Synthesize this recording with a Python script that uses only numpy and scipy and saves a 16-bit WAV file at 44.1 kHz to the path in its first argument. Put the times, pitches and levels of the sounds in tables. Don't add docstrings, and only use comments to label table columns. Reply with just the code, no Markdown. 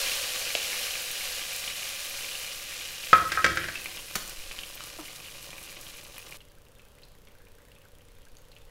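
import sys
import numpy as np
from scipy import signal
from scipy.fft import rfft, irfft
from scipy.io import wavfile
from scipy.ndimage import uniform_filter1d

SR = 44100
rng = np.random.default_rng(int(sys.argv[2]) if len(sys.argv) > 2 else 0)


def store_pcm(level_fs):
    pcm = np.round(np.clip(level_fs, -1, 1) * 32767).astype(np.int16)
    wavfile.write(sys.argv[1], SR, np.atleast_2d(pcm).T)


N = 383669
TIME = np.arange(N) / SR
SIZZLE_END_S = 6.372


def undb(db):
    return 10 ** (np.asarray(db) / 20)


def unit(x):
    return x / np.sqrt(np.mean(x ** 2))


def peak(x):
    return x / np.abs(x).max()


def add(out, s, sound):
    i = int(s * SR)
    out[i:i + len(sound)] += sound[:N - i]


def colour(x, points, size=8192):
    hz, db = np.transpose(points)
    bin_hz = np.arange(size // 2 + 1) * SR / size
    log_gain = np.log(undb(np.interp(np.log(bin_hz + 1), np.log(hz), db)))
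    cepstrum = irfft(log_gain)
    cepstrum[1:size // 2] *= 2
    cepstrum[size // 2 + 1:] = 0
    return signal.oaconvolve(x, irfft(np.exp(rfft(cepstrum))))[:len(x)]


def band(x, hz, width):
    return signal.lfilter(*signal.iirpeak(hz, hz / min(width, SR / 4), fs=SR), x)


def walk(rate):
    hold = max(int(SR / rate), 1)
    steps = np.repeat(rng.standard_normal(N // hold + 1), hold)
    return unit(uniform_filter1d(steps, hold)[:N])


def clicks(rate, spread_db):
    chance = np.clip(rate / SR, 1 / SR, 1)
    sizes = undb(spread_db * np.clip(rng.standard_normal(N), -2.5, 2.5))
    return unit((rng.random(N) < chance) * sizes * rng.choice([-1, 1], N) / np.sqrt(chance))


def burst(t, t60):
    return rng.standard_normal(len(t)) * undb(-60 * t / t60)


def chance_events(rate, length_s):
    draws = rng.random((int(rate * length_s), 3))
    starts = (np.arange(len(draws)) + draws[:, 0]) / rate
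    return np.column_stack([starts, np.sqrt(12) * (draws[:, 1:] - .5)])


def room(x, wet_db, early_db, late_t60=.56, early_t60=.04):
    t = TIME[:int(.8 * SR)]
    late, early = rng.standard_normal((2, len(t))) * (t > .0015)
    late *= undb(-60 * t / late_t60) * np.minimum(t / .015, 1)
    late = colour(late, [(300, -4.5), (5000, -3), (14000, -3)])
    early *= undb(-60 * t / early_t60)
    response = (undb(wet_db) * unit(late) + undb(early_db) * unit(early)) / np.sqrt(len(t))
    return x + signal.oaconvolve(x, response)[:N]


# frequency in Hz, relative level in dB.
AMBIENT_SPECTRUM = [(20, -1), (70, -5), (160, -14), (290, -15), (350, -18.5), (500, -10), (650, -21.5),
                    (1000, -21), (2200, -27.5), (2900, -25.5), (4500, -30.5), (9500, -34.5), (15500, -35.5)]
# mean frequency in Hz, mean rms level in dB.
HUM_TONES = [(97, -69), (145, -71.5), (474, -72.5), (576, -73)]


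def kitchen():
    out = unit(colour(rng.standard_normal(N), AMBIENT_SPECTRUM)) * undb(-57 + .5 * walk(5))
    for hz, db in HUM_TONES:
        gain = undb(db + 2 * walk(6))
        phase = 2 * np.pi * np.cumsum(hz * (1 + .00617 * walk(11))) / SR
        out += gain * unit(np.sin(phase))
    return out


def draught(gust_s=4.3, half_width_s=.31):
    rumble = unit(colour(rng.standard_normal(N), [(12, .5), (35, -5), (70, -24.5), (300, -61.5)]))
    gust = np.exp(-((TIME - gust_s) / half_width_s) ** 2)
    return rumble * undb(-56.5 + 11.5 * gust + 2 * walk(2.99))


def ticking(period_s=1 / 30):
    out = np.zeros(N)
    spike = peak(signal.windows.hann(5))
    for s in np.arange(.0188, N / SR - period_s, period_s):
        fizz = unit(band(rng.standard_normal(SR // 1000), hz=11000, width=3000))
        add(out, s, undb(-41.5) * spike)
        add(out, s, undb(-55) * fizz)
        add(out, s + period_s / 2, undb(-52.5) * spike)
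    return out


# start in seconds, peak level in dB.
TAP_IMPACT = (4.1548, -13)
# frequency in Hz, relative level in dB.
TAP_SPECTRUM = [(100, -4), (300, 3), (550, -5), (800, -1), (1000, -7), (1400, 2.5), (2400, -8), (4200, -5),
                (5800, -3), (8500, -9), (12000, -9), (15500, -15)]


def tap():
    out = np.zeros(N)
    s, db = TAP_IMPACT
    add(out, s, undb(db) * peak(colour(burst(TIME[:SR // 10], t60=.046), TAP_SPECTRUM)))
    return room(out, wet_db=-4.5, early_db=-5)


# start in seconds, slips per second, peak level in dB.
PAN_SLIDE = (4.9875, 306, -33)


def creak():
    out, t = np.zeros(N), TIME[:SR // 10]
    s, rate, db = PAN_SLIDE
    cycles = np.cumsum(rate * (1 + .05 * walk(300)[:len(t)])) / SR
    slips = np.diff(np.floor(cycles), prepend=-1) + .067 * rng.standard_normal(len(t))
    slips *= np.exp(-(t / .024) ** 2)
    body = [(150, -27), (300, 5), (430, -11), (600, -.5), (1200, -6), (2500, -27), (6000, -45)]
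    add(out, s, undb(db) * peak(colour(slips, body)))
    return room(out, wet_db=-8, early_db=-12)


def ring(modes, t):
    return peak(sum((-1) ** (k // 2) * undb(db - 60 * t / t60) * np.sin(2 * np.pi * hz * t)
                    for k, (hz, db, t60) in enumerate(modes)))


# start in seconds, ring level in dB, clank level in dB,
# treble tilt of the clank in dB per octave.
PAN_IMPACTS = [(3.1302, -3.5, -5.5, -2.5), (3.319, -42, -15, 3), (3.352, -42.5, -21, 2.5),
               (3.373, -18.5, -17, -16), (3.391, -22.5, -25, -15), (3.4437, -28, -4, 0.5),
               (3.45, -21.5, -15, 0.5), (3.463, -20.5, -12, 2), (3.572, -42, -13, -0.5),
               (3.641, -48, -20.5, 0.5), (3.685, -59, -21, -2)]
# frequency in Hz, relative level in dB, 60 dB decay time in seconds.
PAN_MODES = [(540, -19, .07), (715, -20, .08), (850, -25, .05), (1063, -19, .15), (1114, -21, .15),
             (1293, 0, .115), (1297, -18, .35), (1491, -26, .2), (1783, -30, .15), (2420, -27, .33),
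             (2492, -29, .1), (3490, -37, .15)]
GRATE_MODES = [(531, -18, 0.12), (1392, -10, .09), (1590, 1, .06), (1685, -4.5, 0.086), (1904, -6.5, .09),
               (1953, -6.5, .11), (2100, -7, .11), (2300, -9.5, 0.11), (3224, -10.5, 0.11),
               (3760, -15.5, 0.095), (4810, -14.5, .05), (5230, -18, .06), (6390, -24, 0.0599),
               (7300, -23, .05)]
# frequency in Hz, relative level in dB.
CONTACT_SPECTRUM = [(60, -13), (240, -14), (330, -13), (550, -4), (700, -8.5), (900, -13.5), (1500, 6.5),
                    (2100, -0.5), (2900, -8), (4300, -12.5), (5200, -10), (8000, -20.5), (15000, -32.5)]


def pan():
    out, t = np.zeros(N), TIME[:SR // 2]
    for s, ring_db, clank_db, tilt in PAN_IMPACTS:
        crack = peak(colour(burst(t, t60=.041), CONTACT_SPECTRUM))
        clank = colour(ring(GRATE_MODES, t) + crack, [(1500, .0096), (12000, 3 * tilt)])
        add(out, s, undb(ring_db) * ring(PAN_MODES, t) + undb(clank_db) * peak(clank))
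    return room(out, wet_db=-5.5, early_db=-17)


def stove(t60=1.0):
    energy = np.zeros(N)
    for s, _, clank_db, _ in PAN_IMPACTS:
        add(energy, s, undb(clank_db - 60 * TIME[:SR] / t60) ** 2)
    plate = [(40, -11), (65, 0), (83, 3.5), (120, -8.5), (168, 1.5), (240, -16.5), (330, .5),
             (700, -32), (2000, -58.5)]
    return undb(-33.5) * np.sqrt(energy) * unit(colour(rng.standard_normal(N), plate))


def bubble(hz, cycles, glide):
    age = np.arange(int(cycles * SR / hz) + 2) * hz / SR / cycles
    return np.sin(2 * np.pi * cycles * age * (1 + glide * age / 2)) * undb(-60 * age)


def froth(count, hz, octaves, cycles, spread_db):
    out = np.zeros(N)
    for when, pitch, size, life in rng.random((count, 4)):
        tone = bubble(hz * 2 ** (octaves * (2 * pitch - 1)), cycles * (.5 + life), glide=.1497)
        add(out, when * N / SR, undb(spread_db * size ** 2) * tone)
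    return unit(out)


def faint_bubbles():
    bubbles = froth(count=480, hz=2603, octaves=.85, cycles=24, spread_db=10.5)
    return room(undb(-73) * bubbles, wet_db=-3.5, early_db=-2)


# start in seconds, peak level in dB, centre frequency in Hz.
SHARP_SPITS = [(0.5517, -8.5, 2600), (1.1142, -18, 11000), (4.278, -26.5, 9000), (4.8058, -27.5, 1640),
               (4.838, -27, 6500), (6.31, -33.5, 10000), (7.272, -43, 2700), (8.253, -45, 5040),
               (8.369, -39.5, 5530)]


def spits(droplets_per_s=4, fall_db_per_s=1.6):
    out, t = np.zeros(N), TIME[:SR // 20]
    droplets = [(s, -24 - fall_db_per_s * s + 2.5 * size, 11000)
                for s, size, _ in chance_events(droplets_per_s, SIZZLE_END_S)]
    for s, db, hz in SHARP_SPITS + droplets:
        blast = burst(t, t60=.008)
        snap = peak(band(band(blast, hz, width=hz), hz, width=hz))
        thump = peak(band(blast, hz=540, width=220))
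        add(out, s, undb(db) * peak(snap + undb(db - 4) * thump))
    return room(out, wet_db=-5, early_db=-8)


# start in seconds, peak level in dB, initial pitch in Hz.
LARGE_BUBBLES = [(0.1173, -17, 2740), (0.4748, -20, 2760), (1.6768, -21, 2800), (3.7557, -21.5, 2560),
                 (3.8583, -22, 2410), (4.5132, -24, 2440), (4.5893, -23, 2970), (4.6349, -27, 3060),
                 (5.5817, -33, 2400), (5.867, -31, 3160), (6.4053, -41, 3100), (6.795, -43.5, 2550),
                 (7.034, -41, 4130), (7.717, -46.5, 2740), (7.855, -46, 1510), (8.517, -44, 4200),
                 (8.565, -40.5, 2760)]


def pops(lesser_per_s=5, fall_db_per_s=2.6):
    out, t = np.zeros(N), TIME[:SR // 20]
    lesser = []
    for s, size, pitch in chance_events(lesser_per_s, N / SR):
        db = -25 - fall_db_per_s * s if s < SIZZLE_END_S else -51
        lesser.append((s, db + 3 * size, 2550 * 2 ** (.17 * pitch)))
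    for s, db, hz in LARGE_BUBBLES + lesser:
        flutter = band(rng.standard_normal(len(t)), hz, width=.22 * hz) * undb(-60 * t / .06)
        plip = undb(-8.5) * peak(flutter)
        add(plip, 0, bubble(hz, cycles=26, glide=.1))
        add(out, s, undb(db) * peak(plip))
    return room(out, wet_db=-5.5, early_db=-8)


# frequency in Hz, relative level in dB.
SIMMER_SPECTRUM = [(90, -11.5), (155, 4), (230, -12), (310, 1), (420, -5.5), (560, 3.5), (680, -7),
                   (1050, -2.5), (1500, -9.5), (2500, -19), (6000, -43.5)]


def greens(start_s=2, rise_s=2):
    soaked = np.clip((TIME - start_s) / rise_s, 0, 1)
    mutter = unit(colour(clicks(450.2, spread_db=6), SIMMER_SPECTRUM))
    return undb(-66 + 9.5 * soaked) * mutter


# frequency in Hz, relative level in dB.
FRY_SPECTRUM = [(200, -39), (380, -22.5), (750, -16.5), (1100, -14), (1600, -8), (2200, -6.5), (2750, -2),
                (3450, -5.5), (4000, -3), (4600, -5.5), (5400, -5.5), (7000, -8.5), (9000, -17),
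                (15000, -36)]
SPRAY_SPECTRUM = [(2000, -30), (6000, -9), (8300, -2.5), (10500, -0.5), (13500, -4.5), (15800, -8)]
# frequency in Hz, bandwidth in Hz, initial gain in dB.
POT_RESONANCES = [(503, 28, 19), (555, 29, 14), (751.4, 61, -3)]


def sizzle(fry_fall_db_per_s=3, spray_fall_db_per_s=2.75):
    cooled_db = fry_fall_db_per_s * TIME
    activity = undb(-1.1 * cooled_db)
    fry = colour(clicks(12000 * activity, spread_db=4), FRY_SPECTRUM)
    pot_air = sum(undb(db) * band(fry, hz, width) for hz, width, db in POT_RESONANCES)
    fry = unit(fry + undb(-.5 * cooled_db) * pot_air)
    surge_db = .6 * walk(10)
    fry *= undb(-.81 + surge_db + .53 * walk(50))
    spray = unit(colour(clicks(14000 * activity, spread_db=3), SPRAY_SPECTRUM))
    spray *= undb(surge_db + (.5 + .062 * cooled_db) * walk(60) + .05 * cooled_db * walk(12))
    foam = froth(count=2400, hz=2700, octaves=.28, cycles=22, spread_db=16)
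    foam *= undb(-8.5 + .14 * cooled_db + (1 + .14 * cooled_db) * walk(20))
    return undb(-32 - cooled_db) * (fry + foam) + undb(-37.6 - spray_fall_db_per_s * TIME) * spray


def scene():
    cooking = room(sizzle() + greens(), wet_db=-12, early_db=-12.5) * (TIME < SIZZLE_END_S)
    pot = cooking + faint_bubbles() + pops() + spits()
    cookware = pan() + stove() + tap() + creak()
    background = kitchen() + draught() + ticking()
    return (pot + cookware + background)[None]


def record(dry, top_hz=15700):
    lowpass = signal.ellip(10, .2, 80, top_hz, fs=SR, output="sos")
    return signal.sosfilt(lowpass, np.clip(dry, -1, 1))


dry = scene()
out = record(dry)
store_pcm(out)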